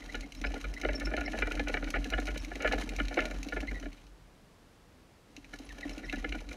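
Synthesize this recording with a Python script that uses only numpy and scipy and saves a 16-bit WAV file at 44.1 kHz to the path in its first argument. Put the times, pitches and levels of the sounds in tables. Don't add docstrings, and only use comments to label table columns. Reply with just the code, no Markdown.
import sys
import numpy as np
from scipy import signal
from scipy.fft import rfft, irfft, next_fast_len
from scipy.io import wavfile
from scipy.ndimage import uniform_filter1d, map_coordinates

SR = 44100
rng = np.random.default_rng(int(sys.argv[2]) if len(sys.argv) > 2 else 0)


def master_out(mix):
    frames = np.transpose(np.atleast_2d(mix))
    ceiling = np.clip(frames, -1, 1)
    pcm = np.round(ceiling * 32767).astype(np.int16)
    wavfile.write(sys.argv[1], SR, pcm)


N = 289296
TIME = np.arange(N) / SR
BLOW = np.arange(SR // 6) / SR


def amp(db):
    return 10 ** (np.asarray(db) / 20)


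def unit(x):
    return x / np.sqrt(np.mean(x ** 2) + 1e-20)


def burst(x, size):
    return x / np.sqrt(uniform_filter1d(x ** 2, size, mode="constant").max() + 1e-20)


def along(points, hz):
    freqs, values = np.transpose(points)
    return np.interp(np.log(hz + 1), np.log(freqs + 1), values)


def wobble(rate):
    return map_coordinates(rng.standard_normal(int(N * rate / SR) + 4), [TIME * rate])


def filtered(x, gain):
    size = next_fast_len(len(x) + 8192)
    return irfft(rfft(x, size) * gain(np.fft.rfftfreq(size, 1 / SR)), size)[:len(x)]


def coloured(x, spectrum):
    return unit(filtered(x, lambda hz: amp(along(spectrum, hz))))


def add(track, s, sound):
    start = int(np.clip(round(s * SR), 0, N - 1))
    track[start:start + len(sound)] += sound[:N - start]


def contacts(rate, size):
    return (rng.random(size) < rate / SR) * rng.standard_normal(size)


def tapped(push, ring):
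    return signal.fftconvolve(push, ring)[:len(push)]


# frequency in Hz, relative level in dB.
ROOM_EQ = [(12, -30), (25, -8), (45, -4), (80, -7), (180, -9), (450, -15), (1500, -23), (5000, -31),
           (11000, -39), (13500, -43), (15500, -48)]

def room(level_db=-59.5):
    return amp(level_db) * coloured(rng.standard_normal(N), ROOM_EQ)


# frequency in Hz, seconds to die away by 60 dB.
TANK_DECAY = [(200, 0.045), (2000, 0.11), (10000, 0.12)]

def tank(x, predelay_s=.002):
    out = np.zeros(N)
    block = SR // 3
    for start in range(0, N, block):
        hz, t, noise = signal.stft(rng.standard_normal(block), SR, nperseg=256)
        fade = amp(-60 * t / along(TANK_DECAY, hz)[:, None])
        tail = signal.istft(noise * fade, SR, nperseg=256)[1]
        tail /= np.linalg.norm(tail)
        add(out, start / SR + predelay_s, signal.fftconvolve(x[start:start + block], tail))
    return out


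# moment of full load in seconds, sway level in dB,
# attack in seconds.
BOUNDS = [(.07, -45, .03), (.19, -40, 0.039), (.5, -35.5, 0.082), (.685, -35.5, .04), (.9, -33, 0.045),
          (1.07, -33, .04), (1.19, -36, .025), (1.3, -41, 0.043), (1.445, -34.5, 0.054),
          (1.58, -34.5, 0.041), (1.66, -37.5, 0.018), (1.735, -37, 0.026), (1.85, -36, 0.047),
          (1.99, -32, 0.032), (2.15, -32.5, .025), (2.21, -35.5, .025), (2.32, -36, 0.096),
          (2.43, -39, 0.052), (2.56, -43, 0.066), (2.68, -35, 0.019), (2.77, -34, 0.025),
          (2.93, -39, 0.083), (3.05, -33, 0.08), (3.22, -38, 0.02), (3.39, -37, 0.094),
          (3.59, -36.5, 0.044), (3.725, -35.5, .035), (3.86, -40.5, 0.033), (4.11, -53, 0.1),
          (4.24, -56, 0.022), (5.6, -54.5, 0.12), (5.71, -46, 0.028), (5.79, -52, .03), (5.91, -42.5, .035),
          (6.08, -42, .03), (6.2, -39, 0.044), (6.31, -37.5, 0.027), (6.38, -41, 0.023),
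          (6.48, -42.5, 0.024)]

def stand(sway_hz=44, shudder_db=-13, hold_s=.019, settle_db_per_s=197):
    envelope = np.zeros(N)
    for s, db, attack_s in BOUNDS:
        rise = np.exp(-.5 * (np.minimum(TIME - s, 0) / attack_s) ** 2)
        settle_db = settle_db_per_s * np.maximum(TIME - s - hold_s, 0)
        envelope = np.maximum(envelope, rise * amp(db - settle_db))
    phase = 2 * np.pi * np.cumsum(sway_hz * (1 + .08 * wobble(12))) / SR
    shudder_eq = [(15, -28), (35, -9.5), (65, 7.5), (115, -10),
                  (160, -2), (230, -54), (600, -58), (2000, -120)]
    shudder = coloured(rng.standard_normal(N), shudder_eq)
    return envelope * (unit(np.sin(phase)) + amp(shudder_db) * shudder)


# pitch in Hz, bandwidth in Hz, relative level in dB.
BOOM_MODES = [(203, 17, -9), (231, 22, -7), (284, 25, 1), (319, 33, -8)]
DRUM_MODES = [(368, 60, 0), (441, 44, 2), (515, 75, 0), (613, 30, 4), (730, 85, -1), (865, 110, -11),
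              (1040, 120, -22)]
HUB_MODES = [(1225, 40, -16), (1436, 56, 1), (1579, 80, -11), (1725, 48, 1), (1990, 115, -8),
             (2085, 91, -6), (2255, 90, -5), (2355, 80, -4), (2690, 240, -16), (2935, 100, -12),
             (4000, 340, -26), (4980, 120, -32)]

def rings(modes):
    hz, width, db = np.transpose(modes)[:, :, None]
    polarity = (-1) ** np.arange(len(hz))[:, None]
    decay = np.exp(-np.pi * width * BLOW)
    partials = amp(db) * width * polarity * decay * np.sin(2 * np.pi * hz * BLOW)
    band_hz = [.8 * hz.min(), 1.2 * hz.max()]
    return signal.sosfilt(signal.butter(2, band_hz, "bandpass", fs=SR, output="sos"), partials)


# time in seconds, effort in dB.
RUNNING_BOUTS = [
    [(0, -7), (.22, -7), (.33, -16.5), (.43, -4.5), (.6, -5), (.76, -7.5), (.88, -2.5), (1.2, -3),
     (1.75, -1), (2.06, -3), (2.16, 1), (2.45, -6.5), (2.72, 1.5), (3.08, -5), (3.22, 2), (3.42, -6),
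     (3.8, -5), (4.1, -27.5)],
    [(5.3, -28), (5.62, -14), (5.85, -4), (6.15, -8), (6.36, -3.5), (6.45, -11), (6.56, -4)],
]

def effort():
    faders = [np.interp(TIME, *np.transpose(bout), left=-120, right=-120) for bout in RUNNING_BOUTS]
    return np.max(faders, axis=0)


# frequency in Hz, relative level in dB.
SCUFF_EQ = [(1880, 0), (3200, 1), (3460, -8), (3950, 2), (4690, -7.5), (6230, -2.5), (8010, -17.5),
            (8610, -12.5), (9320, -19), (10400, -13), (13000, -24), (14900, -25), (15500, -45)]

def rolling(boom_db=-44.5, drum_db=-48.5, hub_db=-52.5, scuff_db=-53.5):
    patter = amp(3.5 * wobble(70))
    boom = unit(tapped(contacts(500, N), rings(BOOM_MODES).sum(0)))
    drum = unit(tapped(patter * contacts(400, N), rings(DRUM_MODES).sum(0)))
    hub = unit(tapped(patter * contacts(300, N), rings(HUB_MODES).sum(0)))
    grit = amp(4 * wobble(160) + 2 * wobble(24.53)) * contacts(4000, N)
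    scuff = coloured(grit, SCUFF_EQ)
    drive_db = effort()
    return (amp(boom_db + .95 * drive_db) * boom
            + amp(1.33 * drive_db) * (amp(drum_db) * drum + amp(hub_db) * hub)
            + amp(scuff_db + .67 * drive_db) * scuff)


# midpoint in seconds, length in seconds, pitch in Hz, glide in octaves,
# level in dB before the trim.
AXLE_CHIRPS = [(0.024, 0.028, 2025, -0.19, -47.5), (0.099, 0.031, 1975, 0.25, -42.5),
               (0.239, 0.033, 2114, 0.17, -45), (0.377, 0.027, 5350, 0.061, -57),
               (0.467, 0.021, 5270, 0.15, -45.5), (0.774, 0.035, 2010, 0.14, -41),
               (0.908, 0.026, 1960, -0.2, -41), (0.958, 0.023, 5440, -0.1, -37.5),
               (1.058, 0.022, 5370, -0.059, -37), (1.259, 0.019, 5320, -0.025, -46.5),
               (1.267, 0.024, 2110, .05, -41), (1.474, .03, 1940, 0.17, -41),
               (2.403, 0.035, 5550, .03, -57), (3.688, 0.038, 2060, 0.34, -38.5),
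               (3.767, 0.069, 1940, -0.045, -44), (5.656, .02, 10100, .02, -59),
               (5.709, 0.031, 1843, -0.29, -46.5), (5.837, 0.028, 1970, -0.27, -38),
               (5.937, .025, 5420, 0.15, -53), (6.048, 0.042, 1910, -0.17, -45),
               (6.055, 0.018, 5500, -0.17, -51), (6.089, 0.029, 2030, -0.025, -44.5),
               (6.187, 0.029, 1940, -0.14, -48)]

def chirps(trim_db=1, overtone_db=-15):
    out = np.zeros(N)
    jitter = .02 * wobble(600)
    grip = amp(4 * wobble(400))
    for s, length, hz, glide, db in AXLE_CHIRPS:
        position = (TIME - s) / length
        on = np.abs(position) < .5
        pitch = hz * 2 ** (glide * position[on]) * (1 + jitter[on])
        phase = 2 * np.pi * np.cumsum(pitch) / SR
        overtone = amp(overtone_db) / (1 + (hz / 3000) ** 4)
        swell = np.cos(np.pi * position[on]) ** 2 * grip[on]
        out[on] += amp(db + trim_db) * swell * (np.sin(phase) + overtone * np.sin(2 * phase))
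    return out


# frequency in Hz, relative level in dB.
CLAW_EQ = [(1200, -40), (2100, 20), (2950, 15), (3400, -2), (3950, 12), (4700, -5.5), (5500, -5),
           (6300, -3), (8000, -21.5), (10200, -19.5), (13000, -27.5), (15500, -32)]

def scratches(per_s=30, level_db=-49.5, skid_s=.0082):
    touches = tapped(np.abs(contacts(per_s, N)), np.exp(-BLOW / skid_s))
    return amp(level_db + effort()) * touches * coloured(rng.standard_normal(N), CLAW_EQ)


# start in seconds, edge and body levels in dB before the trims.
CLAW_TICKS = [(0.1234, -50, -54), (0.1525, -40.5, -47), (0.2079, -40.5, -54), (0.3212, -44.5, -52),
              (0.3491, -45, -59), (0.414, -42, -51.5), (0.4684, -55, -44.5), (0.5194, -49, -52.5),
              (0.5415, -44, -48), (0.612, -43.5, -52.5), (0.739, -42.5, -50.5), (0.814, -40, -44.5),
              (0.9318, -45.5, -49), (0.9986, -38.5, -54), (1.058, -43, -46.5), (1.166, -42, -40.5),
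              (1.2082, -42, -51), (1.32, -44.5, -50), (1.3877, -36.5, -47), (1.4716, -45, -46),
              (1.519, -40, -40), (1.553, -42, -47.5), (1.5955, -44, -39), (1.6831, -39, -41),
              (1.7402, -42, -44), (1.843, -45.5, -47), (1.9036, -35, -46.5), (2.0428, -39.5, -44),
              (2.1014, -38, -48), (2.1994, -42, -53), (2.255, -42, -58), (2.27, -41.5, -44),
              (2.3765, -38, -47.5), (2.4472, -41, -46), (2.5553, -44.5, -44.5), (2.6216, -39, -47.5),
              (2.6748, -44, -38), (2.7232, -39, -36), (2.7853, -41, -52), (2.8913, -40, -44),
              (2.9633, -38, -47), (3.053, -46, -53), (3.0829, -40.5, -44.5), (3.142, -39.5, -48),
              (3.204, -43, -39), (3.254, -38, -42.5), (3.31, -43, -55), (3.4297, -37.5, -47),
              (3.486, -42, -50), (3.6042, -46, -45), (3.6724, -51, -55), (3.7983, -45.5, -57.5),
              (3.929, -52, -59), (4.067, -57, -69), (5.365, -44.5, -53.5), (5.444, -58, -55.5),
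              (5.539, -43.5, -64), (5.5882, -45.5, -63), (5.6905, -50, -54), (5.8087, -46, -54),
              (5.894, -42.5, -49), (5.9796, -46, -53), (6.0965, -52, -39), (6.126, -39.5, -45),
              (6.1578, -46, -54), (6.292, -46, -50.5), (6.324, -51, -40), (6.4894, -49, -53.5),
              (6.5287, -46, -56)]

def claws(edge_trim_db=-5, body_trim_db=6, attack_s=.0004, decay_s=.0036, split_hz=5200):
    out = np.zeros(N)
    t = BLOW[:2048]
    envelope = np.exp(-t / decay_s) * (1 - np.exp(-t / attack_s))
    for s, edge_db, body_db in CLAW_TICKS:
        skid = coloured(rng.standard_normal(len(t)), CLAW_EQ)
        edge = filtered(skid, lambda hz: 1 - 1 / (1 + (hz / split_hz) ** 6))
        body = skid - edge
        add(out, s, amp(edge_db + edge_trim_db) * burst(edge * envelope, size=100))
        add(out, s, amp(body_db + body_trim_db) * burst(body * envelope, size=100))
    return out


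# start in seconds, boom level in dB.
PAW_THUMPS = [(.17, -47), (.24, -46), (.41, -47), (.56, -47.5), (.95, -44), (.98, -41), (1.6, -35.5),
              (1.83, -41), (1.89, -52), (1.98, -36), (2.43, -46.5), (2.56, -49), (2.93, -43), (3.0, -36),
              (3.34, -43.5), (3.46, -39.5), (3.625, -36.5), (3.86, -38), (5.372, -49), (5.595, -45.5),
              (5.85, -38.5), (5.89, -42.5), (5.97, -41), (6.13, -36), (6.17, -41), (6.25, -40),
              (6.35, -37.5)]

def thumps(drum_share_db=-10, press_s=.0035, scuffle=.049):
    out = np.zeros(N)
    boom, drum = rings(BOOM_MODES).sum(0), rings(DRUM_MODES).sum(0)
    for s, db in PAW_THUMPS:
        push = scuffle * rng.standard_normal(len(BLOW)) * np.exp(-BLOW / press_s)
        push[0] += 1
        add(out, s, amp(db) * burst(tapped(push, boom), size=600))
        add(out, s, amp(db + drum_share_db) * burst(tapped(push, drum), size=600))
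    return out


# start in seconds, drum level in dB, hub level in dB before the trim,
# chatter time in seconds.
AXLE_KNOCKS = [(.144, -43.5, -38.5, 0.0084), (.44, -41, -33, 0.0092), (0.538, -40.5, -54, 0.0046),
               (.556, -46.5, -49, 0.016), (.642, -50.5, -41, 0.012), (.833, -43.5, -41, 0.0037),
               (.849, -29.5, -34, 0.004), (0.887, -34, -36.5, 0.0049), (0.939, -43, -47, 0.0092),
               (1.008, -45, -41, 0.016), (1.069, -42, -41, 0.0035), (1.113, -42, -44, 0.0082),
               (1.137, -34.5, -37.5, 0.007), (1.175, -37, -37, 0.015), (1.211, -42, -38.5, .006),
               (1.277, -40, -39.5, 0.0043), (1.333, -37, -43, 0.021), (1.378, -40, -40.5, 0.034),
               (1.422, -35, -29, 0.0078), (1.47, -39, -42, .009), (1.511, -43, -37.5, 0.0052),
               (1.572, -61, -44, .009), (1.594, -35.5, -36.5, 0.0072), (1.672, -42, -39.5, 0.0035),
               (1.691, -35.5, -40, 0.0099), (1.741, -35.5, -32.5, 0.0071), (1.77, -43, -35.5, 0.0047),
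               (1.826, -42.5, -43, 0.0047), (1.872, -48, -44, 0.016), (1.94, -40, -32.5, 0.011),
               (1.958, -35.5, -36, 0.012), (2.054, -45, -46.5, 0.0058), (2.124, -47, -38.5, 0.0092),
               (2.135, -42.5, -31.5, 0.0062), (2.179, -34.5, -36.5, 0.0097), (2.217, -51, -50, 0.01),
               (2.276, -41.5, -39, 0.017), (2.358, -44, -45.5, 0.0047), (2.516, -42.5, -44, 0.0025),
               (2.602, -43.5, -41, 0.06), (2.646, -26.5, -33, 0.0044), (2.654, -54, -30.5, 0.0091),
               (2.676, -43, -35, .005), (2.713, -39, -36.5, 0.0065), (2.731, -30.5, -37.5, 0.0077),
               (2.781, -41, -42.5, 0.0056), (2.818, -49, -44, 0.0072), (2.874, -49, -56, 0.0067),
               (2.986, -43, -38.5, 0.0081), (3, -46, -32.5, 0.0038), (3.109, -42.5, -48, 0.0099),
               (3.172, -27, -32.5, 0.0078), (3.189, -37, -29.5, 0.0084), (3.215, -41, -42, .016),
               (3.244, -41, -45, 0.015), (3.523, -40.5, -36.5, 0.0063), (3.563, -35.5, -38, 0.013),
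               (3.629, -46.5, -48.5, 0.024), (3.711, -47.5, -45.5, 0.0063), (3.827, -49.5, -49.5, 0.0061),
               (3.857, -49, -47, 0.0059), (5.534, -50, -44.5, .009), (6.031, -51.5, -51.5, 0.018),
               (6.127, -43.5, -39.5, 0.017), (6.244, -41, -35.5, 0.0048), (6.321, -46.5, -43, 0.0069),
               (6.345, -45.5, -45, 0.0082), (6.514, -51.5, -47, .004)]

def knocks(hub_trim_db=1, boom_db=-46, first_blow=1.6, chatter_per_s=900, spot_db=3, tilt=.24):
    out = np.zeros(N)
    drum, hub, boom = rings(DRUM_MODES), rings(HUB_MODES), rings(BOOM_MODES)
    octaves = np.log2(np.array(DRUM_MODES)[:, :1] / DRUM_MODES[0][0])
    average_drum_db = np.mean(AXLE_KNOCKS, axis=0)[1]
    for s, drum_db, hub_db, chatter_s in AXLE_KNOCKS:
        push = contacts(chatter_per_s, len(BLOW)) / (1 + (BLOW / max(chatter_s, .003)) ** 4)
        push[0] += first_blow
        hardness_db = drum_db - average_drum_db
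        tilted_drum = drum * amp(tilt * hardness_db * octaves)
        layers = (tilted_drum, drum_db), (hub, hub_db + hub_trim_db), (boom, boom_db + .5 * hardness_db)
        for modes, db in layers:
            spot = amp(spot_db * rng.standard_normal(len(modes)))
            add(out, s, amp(db) * burst(tapped(push, spot @ modes), size=600))
    return out


def scene(wet_db=-11):
    wheel = knocks() + thumps() + claws() + scratches() + chirps() + rolling()
    return (room() + amp(wet_db) * tank(wheel) + stand() + wheel)[None]


def record(dry, top_hz=15750):
    return np.array([filtered(channel, lambda hz: hz < top_hz) for channel in dry])


dry = scene()
out = record(dry)
master_out(out)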